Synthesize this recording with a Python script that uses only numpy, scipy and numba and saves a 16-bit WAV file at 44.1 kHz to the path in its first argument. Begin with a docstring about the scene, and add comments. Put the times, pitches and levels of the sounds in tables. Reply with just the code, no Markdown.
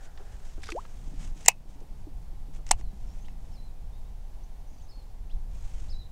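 """A cast from a kayak

On a quiet lake a spool whirrs (shaped noise) and a lure plops in (water slaps, ringing bubbles and cavity).
The reel clicks twice (struck modes and cracks), overloading and ducking a body-worn microphone.
Light wind rumbles, ripples lap the hull and sleeves rustle (noise with moving levels).
Small birds call from the shore (gliding sines, blurred by an echo)."""
import sys
import numpy as np
from scipy import signal
from scipy.fft import rfft, irfft
from scipy.io import wavfile
from scipy.ndimage import uniform_filter1d
from numba import njit

SR = 44100
rng = np.random.default_rng(int(sys.argv[2]) if len(sys.argv) > 2 else 0)


def master(y):
    """Save y as 16-bit WAV."""
    cut = np.clip(np.atleast_2d(y).T, -1, 1)
    pcm = np.round(cut * 32767)  # scale
    wavfile.write(sys.argv[1], SR, pcm.astype(np.int16))


N = 269671
T = np.arange(N) / SR
RING = T[:SR // 3]  # time since a blow, in seconds

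# Contacts inside the reel. Each row: start in seconds, steel level in dB, frame level in dB,
# housing thump level in dB, pitch the steel rings most at in Hz.
REEL_CONTACTS = [(1.4495, -39, -49.5, -60, 6700), (1.4543, -38, -51, -59, 6050),
                 (1.4603, -19.5, -28, -31.5, 7400), (1.4669, -36, -32.5, -50, 6500),
                 (1.4808, -9.5, -25, -28, 6500), (1.483, 6, -.5, -3.5, 6770), (1.4838, 2.5, -15, -19, 7700),
                 (1.4985, -33, -42, -48.5, 6960), (1.5165, -37.5, -41, -48, 6020),
                 (2.666, -37.5, -43, -49, 6500), (2.6905, -33, -42, -45, 6000),
                 (2.7106, -8, -18, -6.5, 5700), (2.7135, -4, -21, -33, 7990), (2.7328, -45, -52, -31, 7000),
                 (2.8106, -49, -49, -42, 6000), (3.283, -50, -43.5, -45, 5000)]
# Modes of the frame, the steel catch and the hollow housing.
# Each row: frequency in Hz, relative level in dB, time to decay by 60 dB in seconds.
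FRAME_MODES = [(459, -19.5, 0.031), (1812, -5, .011), (2053, -2, .014), (2215, -21, 0.05),
               (2415, -22.5, .05), (2590, -20.5, 0.086), (2725, -17, .04), (2865, -16, .05),
               (3080, -15.5, .018), (3900, -16, .016)]
STEEL_MODES = [(4400, -14, 0.021), (5320, -5.5, 0.011), (5800, -7.5, .01), (6620, -5, 0.0089),
               (7400, -4.5, 0.0086), (7750, -6, .009), (8040, -3, .01), (8640, -8, 0.0064),
               (9340, -8.5, .01), (10880, -13.5, .008), (12580, -4, .007), (13500, -10, .007),
               (6180, -35, .05), (7080, -29, 0.023)]
HOUSING_MODES = [(780, -2.5, .02), (700, -30.5, 0.1), (840, -25.5, .055), (950, -8, 0.024),
                 (1090, -8.5, .014)]
# Noise of the crack, and of the sound thrown back by the hull.
# Each row: frequency in Hz, relative density in dB per Hz.
CRACK_SPECTRUM = [(100, -15.5), (400, -16.5), (1500, -5.5), (3000, -5.5), (4500, -3.5), (7000, -6),
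                  (9000, -4.5), (11000, -8), (15000, -7.5)]
SCATTER_SPECTRUM = [(120, -9.5), (350, -9), (600, 0), (850, 10.5), (1400, -8), (2100, -1.5), (2750, 7),
                    (3300, -7), (7000, -6.5), (9500, -12.5), (12000, -22)]
SOFT_EDGE_HZ, HARD_EDGE_HZ = 8600, 4200  # top edge of a light contact; its rise per unit of blow energy


def reel():
    """Modal impact: contacts milliseconds apart ring steel, frame and housing, and the hull scatters the sound."""
    out = np.zeros(N)
    for at, steel_db, frame_db, thump_db, steel_hz in REEL_CONTACTS:
        blow = undb(steel_db)
        steel = ring(favour(STEEL_MODES, steel_hz), rise_s=.0002)
        crack = undb(-13) * fade(.017) * noise(CRACK_SPECTRUM, len(RING))
        scatter = undb(-29) * fade(.07) * noise(SCATTER_SPECTRUM, len(RING))
        # softer contacts are duller
        snap = band(steel + crack + scatter, 90, SOFT_EDGE_HZ + HARD_EDGE_HZ * blow ** 2)
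        frame = ring(FRAME_MODES, rise_s=.0002)
        # the housing thump is kept out of the bass
        thump = band(ring(HOUSING_MODES, rise_s=.00026), 590, 6000)
        add(out, at, blow * snap + undb(frame_db) * frame + undb(thump_db) * thump)
    return out


def favour(modes, centre_hz, focus_octaves=.22, off_centre=.3):
    """Modal excitation: the place of contact favours the modes near one pitch."""
    favoured = []
    for hz, db, t60 in modes:
        distance = np.log2(hz / centre_hz) / focus_octaves
        gain = off_centre + np.exp(-distance ** 2)
        favoured.append((hz, db + 20 * np.log10(gain), t60))
    return favoured


def ring(modes, rise_s):
    """Modal superposition: decaying sines, alternating in sign, build up over the contact time."""
    total = np.zeros(len(RING))
    for k, (hz, db, t60) in enumerate(modes):
        total += (-1) ** k * undb(db) * fade(t60) * np.sin(2 * np.pi * hz * RING)
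    return total * (1 - np.exp(-RING / rise_s))


# Slaps of water, from the lure and against the hull.
# Each row: start in seconds, level in dB, pitch in Hz, time to decay by 60 dB in seconds.
WATER_SLAPS = [(0.175, -38, 1500, 0.029), (.195, -52, 770, 0.18), (0.579, -48, 373, 0.089),
               (0.634, -39, 2360, 0.035), (.668, -47.5, 2200, 0.11), (0.6877, -35.5, 1510, 0.045),
               (0.7024, -31, 4200, 0.018), (0.7197, -31.5, 2570, 0.014), (0.7755, -50, 6540, 0.012),
               (.849, -41.5, 1580, 0.029), (1.159, -46, 4000, 0.013), (1.812, -51, 330, 0.13),
               (2.069, -45, 199, .14), (2.585, -50.5, 403, 0.091)]
# Single bubbles. Each row: start in seconds, level in dB, starting pitch in Hz,
# time to decay by 60 dB in seconds, rise in octaves per second.
SINGLE_BUBBLES = [(.205, -44.5, 377, .08, 8.5), (.578, -47, 330, 0.1, 16), (.689, -41, 457, 0.12, -4),
                  (0.689, -32.5, 1244, 0.036, 8), (0.722, -33.5, 327, 0.16, 4),
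                  (1.195, -45, 151.1, 0.22, 13.5), (1.814, -49.5, 430, .12, -5),
                  (2.069, -40, 330, .13, -11.5), (2.93, -42, 197.7, .13, -1.5)]


def water():
    """Impact and bubble resonance: the lure slaps, sprays and closes a cavity; wavelets slap the hull."""
    out = spray()
    for at, *shape in WATER_SLAPS:
        add(out, at, splash(*shape))
    for at, *shape in SINGLE_BUBBLES:
        add(out, at, bubble(*shape))
    add(out, .749, bloop())
    return out


def spray(start_s=.618, length_s=.112, count=16, db=-47.5, centre_hz=5800, spread_octaves=1.2):
    """Random superposition: fine drops thrown up as the lure skims in land one per time slot."""
    out = np.zeros(N)
    for k, (late, pitch) in enumerate(rng.random((count, 2))):
        hz = centre_hz * 2 ** (spread_octaves * (pitch - .5))
        add(out, start_s + length_s * (k + late) / count, splash(db, hz, t60=.033))
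    return out


def splash(db, hz, t60, droplets_db=3):
    """Impact noise: a slap of water, peaked at one pitch, is broken up by separate droplets."""
    colour = [(hz / 4, -11), (hz / 1.9, -5), (hz, 0), (hz * 1.18, -8), (hz * 3, -17)]
    drops = noise(colour, len(RING)) * undb(droplets_db * walk(600, len(RING)))
    drops = band(drops, 97, min(hz * 4, 10000))
    return undb(db) * drops * fade(t60) * (1 - np.exp(-RING / .00081))


def bubble(db, hz, t60, rise):
    """Bubble resonance: a ringing air pocket whose pitch slides as it moves."""
    sine = np.sin(2 * np.pi * np.cumsum(hz * 2 ** (rise * RING)) / SR)
    return undb(db) * fade(t60) * (1 - np.exp(-RING / .00074)) * sine


def bloop(db=-31.5, start_hz=424, octaves_per_s=31, hold_s=.04, t60=.037):
    """Cavity resonance: the air behind the lure rings ever higher as it shrinks, then dies away."""
    t = RING[RING < hold_s + t60]
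    decay = np.exp(-np.log(1000) * np.maximum(t - hold_s, 0) / t60)
    envelope = (1 - np.exp(-t / .0013)) * decay
    return undb(db) * envelope * tone(start_hz * 2 ** (octaves_per_s * t), waver=.014)


# Whirr of the spool. Each row: time in seconds, relative level in dB.
SPOOL_LEVEL = [(0, -60.5), (.2, -64.5), (.35, -63), (.5, -69), (.62, -72), (.9, -69)]
# Each row: frequency in Hz, relative density in dB per Hz.
SPOOL_SPECTRUM = [(300, 4), (700, 9), (1200, -2), (1450, 7.5), (1560, 6), (1700, 6), (2000, -2),
                  (2600, -31), (5000, -11), (9000, -31)]


def spool():
    """Spectral shaping: line whirrs off the spool as unsteady noise with raised bands."""
    return undb(-1 + 1.7 * walk(44)) * swell(SPOOL_LEVEL) * noise(SPOOL_SPECTRUM)


# Sleeve rubs: a long soft rustle, with shorter rubs over and after it.
# Each row: start in seconds, length in seconds, relative level in dB.
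SLEEVE_RUBS = [(0, 1.61, -67.5), (0, 0.079, -66), (0.304, 0.083, -80.5), (0.433, 0.093, -78.5),
               (1.168, 0.14, -63), (1.36, 0.14, -63.5), (1.66, 0.11, -69.5), (1.801, 0.013, -69),
               (1.93, .13, -76.5), (2.53, 0.061, -65), (2.658, 0.059, -61), (2.77, 0.055, -67),
               (2.88, 0.48, -72), (3.38, .2, -73.5), (5.48, 0.5, -65.5)]
# Each row: frequency in Hz, relative density in dB per Hz.
CLOTH_SPECTRUM = [(500, 5.5), (1500, 2), (3000, 2), (4500, -2.5), (6500, 3), (8200, -1.5), (10000, -9.5),
                  (14000, -28.5)]


def sleeves(grain_db=2, pressure_db=.82):
    """Friction noise: sleeves rub in small catches under a changing pressure as the rod is moved."""
    rubs = np.zeros(N)
    for at, length_s, db in SLEEVE_RUBS:
        add(rubs, at, undb(db) * arch(length_s, roundness=.6)[1])
    catches = undb(4 + grain_db * walk(150) + pressure_db * walk(25))
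    return catches * rubs * noise(CLOTH_SPECTRUM)


def birds(flutter_db=2.0, echo_db=-6, echo_t60=.35):
    """Amplitude modulation and diffuse reflection: fluttering calls from the bank, blurred by the bushes."""
    calls = hooked_calls() + whistles() + chirps() + twitter()
    calls *= undb(flutter_db * walk(90))
    bushes = rng.standard_normal(len(RING)) * fade(echo_t60)
    echo = signal.fftconvolve(calls, bushes / np.linalg.norm(bushes))[:N]
    return calls + undb(echo_db) * echo


# Hooked calls. Each row: start in seconds, length in seconds, peak pitch in Hz,
# held pitch in Hz, relative level in dB.
HOOKED_CALLS = [(3.508, .21, 5500, 4130, -67), (4.875, .16, 5250, 4380, -63),
                (5.883, .165, 5280, 4004, -55)]


def hooked_calls():
    """Frequency modulation: each call flicks up to a high peak and drops to a sagging note."""
    out = np.zeros(N)
    for at, *shape in HOOKED_CALLS:
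        add(out, at, hook(*shape))
    return out


def hook(length_s, peak_hz, held_hz, db, sag=.72, fade_db=3.5, accent_db=7):
    """Frequency modulation: a bell-shaped flick rides on a bent note, with stress on the peak."""
    u, envelope = arch(length_s, roundness=.6)
    held = held_hz * (1 - sag * (u - .6) ** 2)
    flick = np.exp(-((u - .15) / .115) ** 2)  # place and width as shares of the call's length
    level = undb(db + fade_db * (.5 - u) + accent_db * flick)
    return level * envelope * tone(held + (peak_hz - held) * flick, waver=.0095)


# Plain slurred whistles. Each row: start in seconds, length in seconds, first pitch in Hz,
# last pitch in Hz, relative level in dB.
SLURRED_WHISTLES = [(2.81, .12, 4450, 3700, -69.5), (3.06, .09, 5250, 5750, -69),
                    (3.185, .06, 6000, 6480, -69), (3.913, .07, 3500, 3900, -67.5),
                    (4.03, .05, 3450, 3850, -73), (4.43, .022, 5600, 6800, -63.5),
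                    (4.735, .1, 5050, 4350, -72)]


def whistles():
    """Linear glide: plain whistles slur up or down."""
    out = np.zeros(N)
    for at, *shape in SLURRED_WHISTLES:
        add(out, at, slur(*shape))
    return out


# Upward chirps. Each row: start in seconds, relative level of the lower voice in dB.
UPWARD_CHIRPS = [(3.24, -60.5), (4.795, -67), (5.294, -57)]


def chirps(length_s=.033, from_hz=2400, to_hz=4250, upper_ratio=1.38, upper_db=-12):
    """Two-voice superposition: quick upward glides sound together at a fixed pitch ratio."""
    out = np.zeros(N)
    for at, db in UPWARD_CHIRPS:
        add(out, at, slur(length_s, from_hz, to_hz, db))
        add(out, at, slur(length_s, upper_ratio * from_hz, upper_ratio * to_hz, db + upper_db))
    return out


def twitter(start_s=4.667, interval_s=.027, count=7, centre_hz=6500, fall=.1):
    """Pulse train: a run of quick falling chips, overlapping slightly."""
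    out = np.zeros(N)
    for k in range(count):
        hz = centre_hz * (1 + .04 * rng.standard_normal())
        chip = slur(.032, hz * (1 + fall), hz * (1 - fall), db=-68, waver=.06)
        add(out, start_s + k * interval_s, chip)
    return out


def slur(length_s, from_hz, to_hz, db, waver=.0087):
    """Linear glide: a bird's note slides from one pitch to another."""
    u, envelope = arch(length_s, roundness=.6)
    return undb(db) * envelope * tone(from_hz + (to_hz - from_hz) * u, waver)


# Strength of the ripples. Each row: time in seconds, level of the wash in dB.
RIPPLE_LEVEL = [(0, -60.5), (.95, -55), (1.1, -48.5), (1.5, -53), (2.1, -55), (2.9, -53), (3.76, -54.5),
                (4.0, -56), (4.9, -59), (5.55, -55.5), (6.11, -59)]
# Each row: frequency in Hz, relative density in dB per Hz.
RIPPLE_SPECTRUM = [(40, -2.5), (80, 2.5), (150, 0), (240, -8), (400, -19.5), (900, -36)]


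def hull(gulp_db=1, gulp_hz=190):
    """Flow noise and bubble resonance: ripples wash along the kayak and trap small, low air pockets."""
    gulps = np.zeros(N)
    for at, pitch, size, rise in rng.random((60, 4)):
        hz = gulp_hz * 2 ** (1.6 * (pitch - .5))
        gulp = bubble(gulp_db + 9 * size, hz, t60=.053, rise=8 * (rise - .5))
        add(gulps, at * T[-1], gulp)
    return swell(RIPPLE_LEVEL) * (noise(RIPPLE_SPECTRUM) + gulps)


# Strength of the wind at the microphone. Each row: time in seconds, relative level in dB.
WIND_LEVEL = [(0.0, -44), (0.63, -38), (0.75, -45), (1.33, -34.5), (1.36, -45.5), (2.64, -37.5),
              (2.77, -28), (2.98, -44), (3.01, -37.5), (3.62, -41.5), (3.9, -39.5), (5.12, -45),
              (5.21, -35.5), (5.29, -45.5), (5.34, -28.5), (5.43, -38), (5.99, -34.5), (6.11, -47)]
# Wind rumble and the rush of the open lake. Each row: frequency in Hz, relative density in dB per Hz.
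WIND_SPECTRUM = [(8, -1.5), (18, 0), (30, -5), (50, -14.5), (80, -22), (150, -36.5), (400, -58)]
AIR_SPECTRUM = [(150, -30), (250, -1.5), (339, -6.5), (370, -3.5), (402, -2.5), (575, -4), (794, -0.5),
                (1280, -14), (3200, -18), (4060, -19), (4410, -18), (4890, -19.5), (5230, -19),
                (7730, -21.5), (14500, -26)]


def breeze():
    """Turbulent pressure: eddies buffet the microphone over the soft, even rush of the open lake."""
    eddies = noise(WIND_SPECTRUM)
    eddies /= np.sqrt(uniform_filter1d(eddies ** 2, size=6000))  # the gusts alone set their strength
    rumble = undb(4.5) * swell(WIND_LEVEL) * eddies
    air = undb(-61.5 + .35 * walk(6.8)) * noise(AIR_SPECTRUM)
    return rumble + air


def undb(db):
    """Logarithmic level: decibels to gain."""
    return 10 ** (np.asarray(db) / 20)


def fade(t60):
    """Exponential damping: free decay by 60 dB in t60 seconds."""
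    return np.exp(-np.log(1000) * RING / t60)


def add(out, at, sound):
    """Superposition: mix a sound in at a time in seconds."""
    i = int(round(at * SR))
    out[i:i + len(sound)] += sound[:N - i]


def swell(rows):
    """Level envelope: smoothed gain from (seconds, dB) rows, silent outside them."""
    s, db = np.transpose(rows)
    inside = (T >= s[0]) * (T <= s[-1])
    return uniform_filter1d(undb(np.interp(T, s, db)) * inside, size=200)


def noise(colour, length=N):
    """Spectral shaping: noise of rms 1 with a (Hz, dB) spectrum that falls away beyond its ends."""
    hz, db = np.transpose(colour)
    f = np.fft.rfftfreq(length, 1 / SR) + 1e-3
    gain = undb(np.interp(np.log(f), np.log(hz), db))
    gain *= np.minimum(f / hz[0], 1) ** 2 * np.minimum(hz[-1] / f, 1) ** 2
    x = irfft(rfft(rng.standard_normal(length)) * gain, length)
    return x / x.std()


def walk(rate, length=N):
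    """Random modulation: slow chance with a spread of 1, drawn rate times a second."""
    k = int(SR / rate)
    steps = np.repeat(rng.standard_normal(length // k + 1), k)
    x = uniform_filter1d(steps, k)[:length]
    return x / x.std()


def band(x, low_hz, top_hz):
    """Band-pass filtering: keep what lies between two edges."""
    edges = [low_hz, min(top_hz, .45 * SR)]
    return signal.sosfilt(signal.butter(3, edges, "band", fs=SR, output="sos"), x)


def arch(length_s, roundness):
    """Amplitude envelope: progress from 0 to 1, and a swell and decay, more gradual if roundness is large."""
    u = np.linspace(0, 1, int(length_s * SR))
    return u, np.abs(np.sin(np.pi * u)) ** roundness


def tone(hz, waver):
    """Phase integration: a sine on a moving, slightly unsteady pitch."""
    unsteady = 1 + waver * walk(400, len(RING))[:len(hz)]
    return np.sin(2 * np.pi * np.cumsum(hz * unsteady) / SR)


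@njit
def follow(size, attack, release):
    """Envelope detection: the level rises quickly and lets go slowly."""
    out, e = np.empty(len(size)), 0.
    for i in range(len(size)):
        e += (size[i] - e) * (attack if size[i] > e else release)
        out[i] = e
    return out


def scene():
    """Superposition: every source as it reaches the one microphone."""
    return (reel() + water() + spool() + sleeves() + birds() + hull() + breeze())[None]


def record(dry, knee_db=-4.5, attack_s=.0012, release_s=.8, top_hz=15600):
    """Gain control and clipping: it ducks after a loud click, too slowly to prevent overload; the top is cut."""
    level = follow(np.abs(dry[0]), 1 / (attack_s * SR), 1 / (release_s * SR))
    ducked = dry / np.maximum(level / undb(knee_db), 1)
    clipped = np.clip(ducked, -1, 1)
    return signal.sosfilt(signal.ellip(8, .2, 70, top_hz, fs=SR, output="sos"), clipped)


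dry = scene()
out = record(dry)
master(out)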